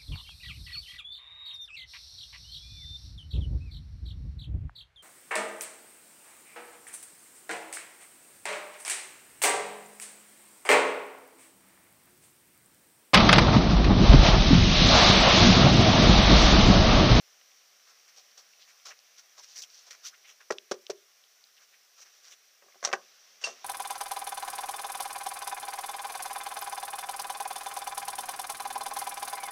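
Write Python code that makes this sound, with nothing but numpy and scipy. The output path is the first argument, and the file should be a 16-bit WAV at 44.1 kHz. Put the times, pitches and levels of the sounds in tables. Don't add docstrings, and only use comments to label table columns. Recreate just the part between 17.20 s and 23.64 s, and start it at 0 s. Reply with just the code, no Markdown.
import sys
import numpy as np
from scipy import signal
from scipy.io import wavfile
from scipy.ndimage import uniform_filter1d

SR = 44100
rng = np.random.default_rng(int(sys.argv[2]) if len(sys.argv) > 2 else 0)


def rack_gain(trim_db):
    fader = np.asarray(trim_db, float)
    return 10 ** (fader / 20)


def transcribe(signal):
    frames = np.atleast_2d(signal).T
    limited = np.clip(frames, -1, 1)
    pcm = np.round(limited * 32767).astype(np.int16)
    wavfile.write(sys.argv[1], SR, pcm)


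N = 284180


def evened(x):
    return x / np.sqrt(np.mean(x ** 2) + 1e-20)


def read(points, hz):
    f, value = np.transpose(points)
    return np.interp(np.log(hz + 1), np.log(f + 1), value)


def add(mix, s, sound):
    part = mix[round(s * SR):][:len(sound)]
    part += sound[:len(part)]


def coloured(x, points):
    half = read(points, np.fft.rfftfreq(4096, 1 / SR)) * np.log(10) / 20
    log_gain = np.concatenate([half, half[-2:0:-1]])
    response = np.exp(np.conj(signal.hilbert(log_gain)))
    taps = np.fft.ifft(response).real[:2048]
    return signal.oaconvolve(x, taps)[:len(x)]


def resonate(x, hz, width):
    pole = np.exp((2j * np.pi * hz - np.pi * width) / SR)
    return 2 * signal.lfilter([1 - abs(pole)], [1, -pole], x).real


def modes(table, t):
    hz, db, t60 = np.transpose(table)[:, :, None]
    return rack_gain(db - 60 * t / t60) * np.sin(2 * np.pi * hz * t)


def gritty(per_s, spread_db, smooth):
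    size = rack_gain(spread_db * np.minimum(rng.exponential(1, N), 3.2))
    present = rng.random(N) < per_s / SR
    grains = evened(size * present * rng.standard_normal(N))
    return grains + smooth * rng.standard_normal(N)


def stroke(s, length, swell):
    at = np.arange(round((s - .15) * SR), round((s + 0.2) * SR))
    t = at / SR - s
    side = np.where(t < 0, swell, 1 - swell)
    return at, np.exp(-(2 * t / length / side) ** 2)


# frequency in Hz, t60 in seconds.
HALLWAY_T60 = [(200, 0.27), (390, 0.27), (600, 0.19), (1200, 0.19), (3000, 0.032)]


def hall(x):
    hz, t, z = signal.stft(rng.standard_normal(SR // 2), SR, nperseg=256)
    decay = rack_gain(-60 * t / read(HALLWAY_T60, hz)[:, None])
    tail = signal.istft(z * decay, SR, nperseg=256)[1]
    tail *= np.minimum(np.arange(len(tail)) / SR / 0.0091, 1)
    return signal.oaconvolve(x, tail / np.linalg.norm(tail))[:N]


def struck(blows, body, crack, crack_t60, hall_db, lasting):
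    wood, cracks = np.zeros(N), np.zeros(N)
    t = np.arange(SR // 4) / SR
    rings = modes(body, t) * (lasting + np.exp(-t / 0.0075))
    rattle = evened(coloured(gritty(6000, 2.3, 1.0), crack))
    fade = rack_gain(-60 * t / crack_t60) + rack_gain(-39.5 - 60 * t / 0.23)
    for s, ring_db, ms, spot, crack_db in blows:
        push = np.sin(np.pi * np.clip(t[:200] * 1000 / ms, 0, 1)) ** 2
        share = 0.31 + 0.58 * np.cos(np.pi * spot * np.arange(len(body)))
        ring = signal.fftconvolve(share @ rings, push / push.sum())[:len(t)]
        add(wood, s, rack_gain(ring_db) * ring)
        add(cracks, s, rack_gain(crack_db) * fade * np.minimum(t / 0.00015, 1))
    return wood + rack_gain(hall_db) * hall(wood) + cracks * rattle


# start in seconds, relative ring level in dB,
# contact time in ms, spot on the panel from 0 to 1, relative crack level in dB.
KNUCKLES = [(3.3043, -20, 0.5, 0.34, -35.5), (3.3075, -15.5, 0.45, 0.45, -25.5),
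            (3.3215, -29, 0.81, 0.64, -29), (3.5124, -18, 1.28, 0.09, -23.5),
            (3.5168, -18, 0.65, 0.32, -26), (3.5395, -35, 1.2, 0.12, -41), (3.6962, -16.5, 1.88, 0.18, -62),
            (3.6992, -19, 1.11, 0.46, -25), (3.7025, -23, 2.2, 0.25, -35.5)]
# frequency in Hz, relative level in dB, t60 in seconds.
PANEL_MODES = [(170.5, -26.5, .1), (236, -6.5, 0.018), (360, -7, 0.1), (376, -4, 0.13), (400, -0.5, 0.082),
               (440, -4.5, 0.14), (505, -3.5, 0.032), (577, -20.5, 0.27), (602, -2.5, 0.087),
               (700, -27.5, 0.022), (855, -4.5, 0.082), (970, 1.5, 0.035), (1170, -4.5, 0.042),
               (1280, -36, 0.09), (1328, -7, 0.047), (1434, 0, 0.03), (1610, 4, 0.032), (1870, -9.5, 0.025),
               (1900, -16, .05), (2300, -7.5, 0.046), (2630, -38.5, .05)]
# frequency in Hz, relative level in dB.
KNOCK_CRACK = [(300, 13), (800, 0), (2000, -6.5), (3500, -10), (5500, -7.5), (8000, -3.5), (15000, -10.5)]


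def knocks():
    return struck(KNUCKLES, PANEL_MODES, KNOCK_CRACK, crack_t60=0.044, hall_db=-24, lasting=0.26)


# start in seconds, relative ring level in dB,
# contact time in ms, spot on the edge from 0 to 1, relative crack level in dB.
LATCH_BLOWS = [(5.423, -49, 0.55, 0.64, -66), (5.44, -52, 1.1, 0.26, -74), (5.462, -46.5, 1.5, 0.35, -68),
               (5.483, -50.5, 0.66, .73, -61), (5.5, -60, .62, 0.57, -71), (5.545, -56, 0.47, .56, -68),
               (5.556, -45, 1.05, 0.38, -72), (5.628, -34, 0.55, .56, -41), (5.640, -34, 0.46, 0.8, -33),
               (5.649, -33.5, .2, 0.59, -19.5), (5.673, -28, 0.75, .6, -35), (5.689, -35, 0.46, .44, -48),
               (5.7, -33, 0.87, 0.45, -53), (5.715, -36, 0.37, 0.65, -51),
               (5.7288, -24.5, .17, 0.525, -25.5), (5.7345, -20, 0.19, .8, -58),
               (5.7395, -23, 0.39, .34, -64), (5.752, -41, 0.35, 0.61, -54)]
# frequency in Hz, relative level in dB, t60 in seconds.
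EDGE_MODES = [(256.4, -18, 0.24), (389, -4, 0.1), (440, -6.5, 0.07), (582, -8.5, 0.13), (684, -0.5, 0.049),
              (800, -5, 0.063), (960, -6, 0.096), (1088, -1, 0.069), (1200, -3, 0.049), (1300, -7.5, 0.12),
              (1534, 1, 0.029), (1644, -5.5, 0.064), (1800, -7, 0.038), (1866, -7.5, 0.081),
              (2056, -2.5, 0.067), (2260, -6.5, 0.02), (2650, -3, 0.045), (2950, -20, 0.066)]
# frequency in Hz, relative level in dB.
EDGE_SNAP = [(300, -24), (800, 3), (2000, -8), (3500, -8), (5000, -7.5), (6000, -3.5), (8000, -0.5),
             (15000, -14)]


def latch():
    return struck(LATCH_BLOWS, EDGE_MODES, EDGE_SNAP, crack_t60=0.054, hall_db=-21.5, lasting=0.57)


# start in seconds, relative ring level in dB,
# spot on the edge from 0 to 1, relative crack level in dB.
DRAGS = [(6.214, -63, 0.7, -45.5), (6.227, -45, 0.61, -53), (6.24, -33, 0.68, -35),
         (6.263, -49, 0.4, -45.5), (6.272, -30, 0.5, -61), (6.291, -43, 0.23, -70)]


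def release():
    contact_ms = 0.57
    blows = [(s, ring_db, contact_ms, spot, crack_db) for s, ring_db, spot, crack_db in DRAGS]
    return struck(blows, EDGE_MODES, EDGE_SNAP, crack_t60=0.23, hall_db=-12.5, lasting=0.44)


# start in seconds, relative level in dB, time to fall to 1/e in ms.
CLINK_BURSTS = [(6.238, -19.5, 6.9), (6.256, -37.5, 45)]
# frequency in Hz, relative level in dB, t60 in seconds.
METAL_MODES = [(2735, 0.5, 0.072), (2740, -27, 0.32), (4600, -7, .04), (5420, -16, 0.14),
               (6380, -10.5, .05), (8550, -4, 0.071)]


def clinks():
    drive = np.zeros(N)
    for s, db, ms in CLINK_BURSTS:
        t = np.arange(4000) / SR * 1000 / ms
        burst = rng.standard_normal(4000) * np.minimum(4 * t, 1) * np.exp(-t ** 2)
        add(drive, s, rack_gain(db) * burst / np.sqrt(ms * SR / 1000))
    ring = modes(METAL_MODES, np.arange(SR // 3) / SR).sum(0)
    return signal.oaconvolve(drive, ring)[:N]


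# start in seconds, peak level in dB, lower resonance in Hz.
DRY_TICKS = [(0.213, -47, 1800), (.317, -51, 2900), (0.802, -51, 3000), (1.115, -52, 5030),
             (1.335, -49, 2480), (1.599, -49, 3180), (1.79, -47, 5140), (2.37, -40.5, 2800),
             (2.437, -35.5, 3050), (2.502, -45, 4600), (2.709, -45, 3930), (3.206, -49, 1660),
             (3.384, -28.5, 3160), (3.6666, -34, 3300), (4.039, -49, 3370), (4.24, -43, 4500),
             (4.271, -51.5, 4500), (5.523, -50, 2200), (5.608, -49, 5030), (6.157, -53, 2500)]


def ticks():
    out, t = np.zeros(N), np.arange(1500) / SR
    click = 4. * (np.arange(1500) == 9)
    for s, db, hz in DRY_TICKS:
        noise = rng.standard_normal(1500) * rack_gain(-60 * t / 0.011)
        hit = noise * np.minimum(t / .0005, 1) + click
        low, high = (resonate(resonate(hit, f, 0.41 * f), f, 0.41 * f) for f in (hz, 1.53 * hz))
        sound = low + 0.3 * high
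        add(out, s, rack_gain(db) * sound / abs(sound).max())
    return out


# loudest moment in seconds, fizz level in dB, scrape level in dB,
# scrape frequency in Hz, length in seconds.
SLIDES = [(.695, -54.5, -61.5, 1040, 0.13), (.891, -50.5, -58.5, 1970, 0.053), (.985, -48, -60.5, 700, 0.1),
          (1.424, -53, -55.5, 4040, 0.11), (1.497, -51.5, -58, 1940, 0.1), (1.692, -44, -52.5, 845, 0.13),
          (1.99, -46.5, -59, 1500, 0.072), (2.192, -45.5, -54, 830, 0.071),
          (2.239, -46, -62.5, 1530, 0.061), (2.32, -50, -77, 1500, 0.23), (2.389, -36, -49.5, 2570, 0.087),
          (2.425, -34, -60, 2200, 0.025), (2.439, -40.5, -50, 3260, 0.05), (2.567, -50.5, -76, 2520, 0.31),
          (2.68, -52, -60, 800, 0.07), (2.743, -50, -55.5, 1480, 0.059), (2.867, -35, -55.5, 1540, 0.094),
          (2.947, -70, -57, 2000, .03), (3.055, -66, -58.5, 2300, 0.06), (3.096, -47, -53, 2800, .11),
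          (4.426, -57.5, -65, 1475, 0.12), (4.541, -79, -60.5, 1800, 0.058),
          (4.793, -50, -60.5, 960, 0.077), (4.823, -43, -52.5, 2300, 0.056), (4.866, -56, -62, 1300, 0.072),
          (4.95, -57, -70.5, 1470, 0.27), (5.07, -49, -61, 1500, 0.15), (5.125, -43, -49.5, 3070, 0.067)]
# loudest moment in seconds, fizz level in dB,
# scrape level in dB, scrape frequency in Hz, length in seconds.
HEEL_LANDINGS = [(1.18, -46, -59, 830, 0.078), (1.658, -42.5, -52, 1200, 0.048),
                 (1.71, -57, -45, 1700, 0.044), (2.359, -42.5, -52, 2140, 0.03),
                 (2.709, -39.5, -49, 1800, 0.038), (3.207, -55.5, -54, 1530, 0.051),
                 (4.37, -78, -61, 2480, 0.053)]
# frequency in Hz, relative level in dB.
GRIT_FIZZ = [(300, -41.5), (1000, -29), (2500, 1.5), (4500, 6.5), (7000, 9.5), (10000, 8.5), (15000, 9)]


def scuffs():
    grit = gritty(4500, 2.6, .7)
    fizz = evened(coloured(grit, GRIT_FIZZ))
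    out = np.zeros(N)
    for rows, swell in (SLIDES, .48), (HEEL_LANDINGS, .14):
        for s, fizz_db, scrape_db, hz, length in rows:
            at, level = stroke(s, length, swell)
            width = 1.04 * hz
            scrape = evened(resonate(resonate(grit[at], hz, width), hz, width))
            out[at] += level * (rack_gain(fizz_db) * fizz[at] + rack_gain(scrape_db) * scrape)
    return out


# start in seconds, level in dB, first frequency in Hz,
# last frequency in Hz, length in seconds.
SOLE_SQUEAKS = [(2.836, -51.5, 1246, 1440, 0.037), (2.922, -53.5, 1350, 1620, 0.0314),
                (3.028, -63, 2500, 2220, 0.043)]


def squeaks():
    out = np.zeros(N)
    for s, db, from_hz, to_hz, length in SOLE_SQUEAKS:
        u = np.clip(np.arange(3000) / SR / length, 0, 1)
        waver_hz = 1500 * uniform_filter1d(rng.standard_normal(3000), 60)
        turns = np.cumsum(from_hz + (to_hz - from_hz) * u + waver_hz) / SR
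        add(out, s, rack_gain(db) * np.sin(np.pi * u) * np.sin(2 * np.pi * turns))
    return out


# loudest moment in seconds, level in dB, length in seconds.
SLEEVE_SWISHES = [(2.238, -56, .07), (2.38, -63, .08), (2.713, -61, .045), (2.869, -39, 0.1),
                  (3.623, -48, 0.041), (5.086, -64, 0.084)]
# frequency in Hz, relative level in dB.
CLOTH_SPECTRUM = [(3000, -26), (6000, -17), (9000, -8), (12000, 2.5), (15000, -4.5)]


def swishes():
    rub = evened(coloured(rng.standard_normal(N), CLOTH_SPECTRUM))
    out = np.zeros(N)
    for s, db, length in SLEEVE_SWISHES:
        at, level = stroke(s, length, swell=.48)
        out[at] += rack_gain(db) * level * rub[at]
    return out


# frequency in Hz, relative level in dB.
AIR_SPECTRUM = [(40, 0), (150, 5), (400, -5), (800, -1), (2000, -2), (4000, -6.5), (6000, -2.5),
                (9000, -5.5)]
# time in seconds, level in dB.
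AIR_LEVEL = [(0.0, -59), (2.2, -59.5), (2.71, -58), (3.35, -61.5), (5.49, -61.5), (5.78, -57.5),
             (6.24, -58), (6.44, -53)]


def air():
    frames = N // 256 + 5
    a, b, patches = rng.standard_normal((frames, 513, 3)).T
    patches_db = evened(uniform_filter1d(uniform_filter1d(patches, 12, 0), 10, 1))
    spectrum_db = read(AIR_SPECTRUM, np.fft.rfftfreq(1024, 1 / SR))[:, None]
    z = (a + 1j * b) * rack_gain(spectrum_db + patches_db)
    hiss = evened(signal.istft(z, nperseg=1024, noverlap=768)[1][:N])
    level_db = np.interp(np.arange(N) / SR, *np.transpose(AIR_LEVEL))
    return rack_gain(level_db) * hiss


def scene():
    door = knocks() + latch() + release()
    return (door + clinks() + ticks() + scuffs() + squeaks() + swishes() + air())[None]


# frequency in Hz, gain in dB.
MIC_RESPONSE = [(200, -10), (380, 0.5), (900, -3), (3800, 2.5), (5000, 3), (5800, 8), (6600, -2.5),
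                (8300, -16), (12000, -23.5), (15300, -19.5), (15600, -39)]


def microphone(x):
    return coloured(x, MIC_RESPONSE)


# frequency in Hz, relative level in dB.
CIRCUIT_SPECTRUM = [(3000, -9), (7000, 0), (11000, -4), (15300, 1.5), (15500, -30)]


def circuit_hiss():
    return rack_gain(-70.5) * evened(coloured(rng.standard_normal(N), CIRCUIT_SPECTRUM))


def bass_cuts(x):
    for order, cut_hz in (4, 240), (2, 64):
        x = signal.sosfilt(signal.butter(order, cut_hz, "high", fs=SR, output="sos"), x)
    return x


# frequency in Hz, relative level in dB.
RUMBLE_SPECTRUM = [(20, 0), (60, -3), (100, -6), (160, -25), (400, -60)]


def rumble():
    return rack_gain(-110) * evened(coloured(rng.standard_normal(N), RUMBLE_SPECTRUM))


# centre frequency in Hz, width in Hz.
NOTCH_FILTERS = [(298, 256), (905, 129)]


def notched(x):
    for hz, width in NOTCH_FILTERS:
        x = signal.lfilter(*signal.iirnotch(hz, hz / width, SR), x)
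    return x


def roll_off(x):
    return signal.sosfilt(signal.butter(12, 16460, fs=SR, output="sos"), x)


def record(dry):
    heard = microphone(dry[0]) + circuit_hiss()
    thinned = bass_cuts(heard) + rumble()
    finished = notched(thinned)[None]
    return roll_off(finished)


dry = scene()
out = record(dry)
transcribe(out)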